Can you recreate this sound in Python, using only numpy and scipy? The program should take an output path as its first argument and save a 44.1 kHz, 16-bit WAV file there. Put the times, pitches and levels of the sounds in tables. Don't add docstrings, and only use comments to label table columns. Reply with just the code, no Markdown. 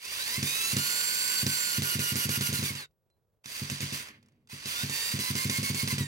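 import sys
import numpy as np
from scipy import signal
from scipy.fft import rfft, irfft, next_fast_len
from scipy.io import wavfile
from scipy.ndimage import uniform_filter1d

SR = 44100
rng = np.random.default_rng(int(sys.argv[2]) if len(sys.argv) > 2 else 0)


def dump(signal):
    limited = np.clip(np.atleast_2d(signal).T, -1, 1)
    pcm = np.round(limited * 32767).astype(np.int16)
    wavfile.write(sys.argv[1], SR, pcm)


def natural_amplitude(level_db):
    exponent = np.asarray(level_db, float) / 20
    return 10 ** exponent


N = 267679

# t/s, thump peak/dB
SLIPS = [(0.3774, -25.5), (0.73, -25), (1.4279, -24.5), (1.7802, -21), (1.9518, -23.5), (2.1184, -25),
         (2.252, -24.5), (2.3728, -25), (2.4883, -25.5), (2.5883, -25), (2.7027, -28.5), (3.6162, -26),
         (3.715, -27), (3.827, -26.5), (4.5284, -36), (4.8321, -24.5), (5.1369, -23), (5.3016, -23.5),
         (5.451, -21), (5.5831, -22), (5.699, -22), (5.8295, -22), (5.9252, -21), (6.0044, -20)]
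# t/s, thump peak/dB, click level/dB
CATCHES = [(0.4273, -22.5, -19.5), (0.766, -20.5, -16.5), (1.464, -20.5, -17), (1.8193, -25, -21.5),
           (1.9908, -23, -21.5), (2.155, -24.5, -20.5), (2.291, -22.5, -20.5), (2.4083, -24, -20.5),
           (2.5274, -23.5, -22.5), (2.6271, -23, -25), (2.751, -36, -29), (3.457, -45, -30),
           (3.698, -34.5, -22), (3.8045, -32, -24.5), (3.9238, -30, -27), (4.6563, -35, -25),
           (4.8954, -31, -21.5), (5.1883, -26, -25), (5.3523, -25, -19.5), (5.4957, -22.5, -17),
           (5.6282, -26, -21), (5.745, -27, -22), (5.875, -28, -21), (5.9806, -26.5, -21.5)]
# f/Hz, level before any tilt/dB, t60/s, signed swing of the board at the microphone
BENCH_MODES = [(97.3, -7.5, 0.15, 0.96), (141.9, -1.5, 0.23, -0.57), (192.6, -3.5, 0.15, -0.47),
               (243.2, 7.5, 0.15, 0.13), (301, -14, 0.2, 0.54), (375, -16.5, 0.12, -0.53),
               (414.7, -24, 0.2, 0.92), (510, -17, 0.046, -0.72)]
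# from t/s, to t/s
TIGHT_SPANS = [(1.78, 2.55), (5.3, 6.2)]
TURN_TEETH = 24


def evened(x):
    return x / np.sqrt(np.mean(x ** 2) + 1e-20)


def read(points, hz):
    f, value = np.transpose(points)
    return np.interp(np.log(hz + 1), np.log(f + 1), value)


def coloured(x, gain):
    size = next_fast_len(N + 4096)
    hz = np.arange(size // 2 + 1) * SR / size
    return irfft(rfft(x, size) * gain(hz), size)[..., :N]


def drift(hz):
    return evened(coloured(rng.standard_normal(N), lambda f: 1 / (1 + (f / hz) ** 2)))


def during(spans, t):
    return sum((t >= a) * (t < b) for a, b, *_ in spans) * 1.


def blows(s, db):
    train = np.zeros(N)
    np.add.at(train, (np.asarray(s) * SR).astype(int), natural_amplitude(db))
    return train


def ring(modes, force_s, tilt_db=0):
    t = np.arange(SR // 3) / SR
    body = 0
    for hz, db, t60, way in modes:
        level_db = db + tilt_db * np.log2(hz / 200) - 60 * t / t60
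        body = body + way * natural_amplitude(level_db) * np.cos(2 * np.pi * hz * t)
    body = np.convolve(body, np.hanning(int(force_s * SR) + 3))
    return body / abs(body).max()


def hush():
    # f/Hz, relative density/dB
    room = [(18, -29), (30, 2), (124, 4), (295, -12), (437, -3.5), (1960, -26.5), (8520, -33.5),
            (14800, -30.5), (16000, -30)]
    shared, left, right = rng.standard_normal((3, N))
    noise = np.array([shared + .6 * left, shared + 1.1 * right])
    noise = coloured(noise, lambda f: natural_amplitude(read(room, f)))
    return natural_amplitude(-77.5 + 1.5 * drift(25)) * evened(noise)


def trigger(t):
    # start t/s, standstill t/s, run-down/s, bend of the run-down, rasp level/dB, whine over rasp/dB
    bursts = [(-.012, 2.862, 0.22, 0.53, -32, -2.5), (3.437, 4.212, 0.26, 1.73, -33, -30),
              (4.485, 6.09, 0.11, 0.79, -32.5, -2.5)]
    # from t/s, to t/s, level/dB, slope/(dB/s)
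    creep = (4.08, 4.46, -57, -62)
    spin_up_s = 0.13
    rasp, whine, bright = np.zeros(N), np.zeros(N), np.ones(N)
    for start, still, down_s, bend, rasp_db, whine_db in bursts:
        down = np.clip((still - t) / down_s, 0, 1) ** bend
        run = (1 - np.exp(-np.maximum(t - start, 0) / spin_up_s)) * down
        rasp += natural_amplitude(rasp_db) * run
        whine += natural_amplitude(rasp_db + whine_db) * run
        bright[t > start] = np.maximum(down, .1)[t > start]
    start, end, db, db_per_s = creep
    creep_db = db + db_per_s * np.clip(t - start, 0, end - start)
    return rasp + during([creep], t) * natural_amplitude(creep_db), whine, bright


def unloading(fall_s, back_s):
    quiet_loose_db, quiet_tight_db = -6.5, -9
    t, out = np.arange(N) / SR, np.zeros(N)
    caught = np.transpose(CATCHES)[0]
    for s, _ in SLIPS[:-1]:
        end = caught[caught > s][0]
        quiet_db = quiet_tight_db if during(TIGHT_SPANS, s) else quiet_loose_db
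        fall = 1 - np.exp(-np.clip(t - s, 0, end - s) / fall_s)
        out += quiet_db * fall * np.exp(-np.maximum(t - end, 0) / back_s)
    return out


def gear_whine(t, loaded_hz, teeth, shaft):
    order_db = [-6, -6.5, -5.5, -11.5, -7, -15, -18, -15, -22, -19]
    # f/Hz, gain/dB
    gearbox = [(700, -25), (930, -11), (1020, -4), (1250, -11), (1500, 1), (1800, -1), (2150, 3.5),
               (2600, 2), (2880, 1), (2970, -7), (3300, -3), (3700, 7), (4200, 2), (4550, 6), (5100, -1),
               (5800, -3), (6800, 0), (7500, 6), (8000, -3), (9200, 9), (9700, 2), (11000, 8), (11450, 9),
               (11800, -4), (16000, -15)]
    wobble = .11 * np.sin(shaft) + .04 * np.sin(2 * shaft + 1.3)
    tight = uniform_filter1d(during(TIGHT_SPANS, t), int(.12 * SR))
    whine = 0
    for k, db in enumerate(order_db, 1):
        bite_db = -8 if k in (3, 5) else 2.5
        level_db = db + bite_db * tight + 1.8 * drift(30)
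        if k == 3:
            level_db = level_db + 11 * np.log2(loaded_hz / 1450)
        whine = whine + natural_amplitude(level_db) * np.cos(k * (teeth + wobble))
    whine = whine * natural_amplitude(1.8 * unloading(0.005, 0.014))
    whine = whine * natural_amplitude(1.5 * np.log2(loaded_hz / 1200))
    return coloured(whine, lambda f: natural_amplitude(read(gearbox, f)))


def housing(hz):
    # f/Hz, width/Hz, gain over the rasp/dB
    shell = [(1090, 330, 9), (1840, 1250, 4.5), (2820, 310, 0), (4684, 410, 8.5), (6070, 225, 7),
             (7140, 130, -6), (9080, 490, 8.5), (10870, 900, 4.5), (12900, 600, -0.5)]
    return natural_amplitude(sum(db / (1 + (2 * (hz - f) / width) ** 2) for f, width, db in shell))


def shell_rasp(both, own, loaded_hz, shaft, bright):
    # f/Hz, relative density/dB
    rasp_curve = [(24, -51.5), (40, -18.5), (237, -12.5), (412, -6.5), (810, -15.5), (1020, -12.5),
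                  (1240, -12.5), (2000, -2.5), (3380, -0.5), (4570, -3), (7730, -4.5), (11300, -7),
                  (16000, -5.5)]
    throb = natural_amplitude(0.19 * np.cos(shaft) + 1.01 * drift(60))
    sides = coloured(np.array(own), lambda f: 1 / (1 + (400 / (f + 1)) ** 4))
    grit = throb * (both + 1.05 * sides)
    rasp = evened(coloured(grit, lambda f: housing(f) * natural_amplitude(read(rasp_curve, f))))
    dull = coloured(rasp, lambda f: 1 / (1 + (f / 8000) ** 4))
    free_db = unloading(0.048, 0.0049)
    top_db = 2.9 * free_db + 4.2 * np.log2(loaded_hz / 1200)
    rasp = dull * natural_amplitude(free_db) + (rasp - dull) * natural_amplitude(top_db)
    low = coloured(rasp, lambda f: 1 / (1 + (f / 3000) ** 4))
    return low + (rasp - low) * bright


def shaft_hum(shaft):
    order_db = [-33.5, -29.5, -54, -40.5]
    return sum(natural_amplitude(db) * np.sin(k * shaft) for k, db in enumerate(order_db, 2))


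def bench_rumble(both, running, t):
    # from t/s, to t/s, level before the rumble gain/dB, slope/(dB/s)
    hum_on = (4.0, 8, -29, -29)
    rumble = evened(signal.oaconvolve(both, ring(BENCH_MODES, 0.00055, tilt_db=4.0))[:N])
    start, _, hum_db, slope_db = hum_on
    humming = during([hum_on], t) * natural_amplitude(hum_db + slope_db * (t - start))
    return rumble * natural_amplitude(-30) * np.maximum(running, humming)


def drill():
    # t/s, f/Hz
    speed = [(0, 443.6), (.14, 613.8), (.21, 770), (.3, 933.5), (.38, 1056), (.48, 1219), (.6, 1302),
             (.73, 1371), (.82, 1428), (1.0, 1474), (1.2, 1496), (1.5, 1497), (1.76, 1439), (2.5, 1405),
             (2.56, 1403), (2.69, 1106), (2.87, 705), (4.52, 504), (4.68, 654.5), (4.82, 735.2),
             (4.9, 885.7), (5.15, 946.6), (5.22, 1000), (5.4, 1037), (5.7, 1084), (5.82, 1075), (6.07, 908)]
    t = np.arange(N) / SR
    running, singing, bright = trigger(t)
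    loaded_hz = np.interp(t, *np.transpose(speed))
    hz = loaded_hz * (1 - .004 * unloading(.03, .06) + .002 * drift(40))
    teeth = 2 * np.pi * np.cumsum(hz) / SR
    shaft = teeth / TURN_TEETH
    grain = natural_amplitude(3.44 * np.minimum(rng.exponential(1, N), 4))
    both, *own = rng.standard_normal((3, N)) * grain
    rasp = shell_rasp(both, own, loaded_hz, shaft, bright)
    whine = gear_whine(t, loaded_hz, teeth, shaft)
    return running * (rasp + shaft_hum(shaft)) + singing * whine + bench_rumble(both, running, t)


def bench():
    s, thump_db = np.transpose(SLIPS)
    release = signal.oaconvolve(blows(s - .001, thump_db), ring(BENCH_MODES, 0.0017))[:N]
    s, thump_db, _ = np.transpose(CATCHES)
    push = ring(BENCH_MODES, 0.00038, tilt_db=2.0)
    return release - signal.oaconvolve(blows(s - .0025, thump_db), push)[:N]


def clicks():
    # f/Hz, level before any tilt/dB, t60/s
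    bit = [(1160, -9.5, 0.005), (2260, -6.5, 0.0013), (3620, -4.5, 0.01), (4620, -2.5, 0.0028),
           (6000, -2.5, 0.0099), (7240, -6, 0.0093), (9400, -3.5, .01)]
    # t/s, level/dB
    ticks = [(2.9102, -73), (3.1012, -68), (3.4434, -43.5), (4.072, -36.5), (4.086, -37), (4.1104, -53.5),
             (4.156, -76), (4.1998, -79.5), (4.228, -54), (4.2607, -58.5), (4.2854, -57.5), (4.3214, -65),
             (4.36, -80), (4.4734, -51), (4.4987, -43.5), (4.5098, -62), (4.5264, -43)]
    out, t = np.zeros(N + SR), np.arange(600) / SR
    hits = [(s + .0015, db, 0) for s, _, db in CATCHES] + [(s, db, -7.0) for s, db in ticks]
    for s, db, tilt_db in hits:
        modes = []
        for (hz, mode_db, t60), (a, b) in zip(bit, rng.standard_normal((len(bit), 2))):
            modes.append((hz * (1 + 0.054 * a), mode_db + 2.0 * b, t60, np.sign(a)))
        steel = ring(modes, .0001, tilt_db)
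        crack = uniform_filter1d(rng.standard_normal(600), size=3) * natural_amplitude(-3.0 - 60 * t / 0.033)
        steel[:600] += crack - uniform_filter1d(crack, size=30)
        out[int(s * SR):][:len(steel)] += natural_amplitude(db) * steel
    return out[:N]


def ping():
    # t/s, f/Hz, level/dB, t60/s
    small_part = (3.106, 4060, -78, .2)
    s, hz, db, t60 = small_part
    tone = natural_amplitude(db) * ring([(hz, 0, t60, 1)], .0001)
    out = np.zeros(N)
    out[int(s * SR):][:len(tone)] += tone
    return out


def workshop(x, t60=0.067):
    # f/Hz, level/dB
    echo = [(300, -30), (700, -10), (16000, -10)]
    taps = np.zeros((2, SR // 4))
    at = np.arange(40, SR // 4 - 20, 20)
    at = at + rng.integers(0, 20, (2, len(at)))
    np.put_along_axis(taps, at, rng.choice([-1., 1.], at.shape), 1)
    taps *= natural_amplitude(-60 * np.arange(SR // 4) / SR / t60)
    wet = signal.oaconvolve(x, taps / np.linalg.norm(taps[0]), axes=1)[:, :N]
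    return coloured(wet, lambda f: natural_amplitude(read(echo, f)))


def scene():
    # f/Hz, level/dB
    left_db = [(60, -.6), (250, -.6), (500, -2.6), (2000, -2.4), (4000, -2.6), (8000, -8), (15000, -9)]
    # f/Hz, phase/rad
    left_lead = [(0, 0), (350, -.35), (650, -.6), (1000, -2.3), (1750, -2.5), (2150, -1.2), (2600, -.8),
                 (3250, -3.1), (3700, -4.4), (4600, -5.1), (7240, -7.2), (16500, -16.2)]
    tool = drill() + bench() + clicks() + ping()
    hz, lead = np.transpose(left_lead)
    side = np.array([[.5], [-.5]])

    def port(f):
        return natural_amplitude(side * read(left_db, f)) * np.exp(1j * side * np.interp(f, hz, lead))

    return coloured(tool, port) + workshop(tool) + hush()


def roll_off(x):
    return signal.sosfilt(signal.butter(12, 16970, fs=SR, output="sos"), x)


def record(dry):
    thin = signal.sosfilt(signal.butter(2, 45, "high", fs=SR, output="sos"), dry)
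    thin = coloured(thin, lambda f: f < 15950)
    return roll_off(thin)


dry = scene()
out = record(dry)
dump(out)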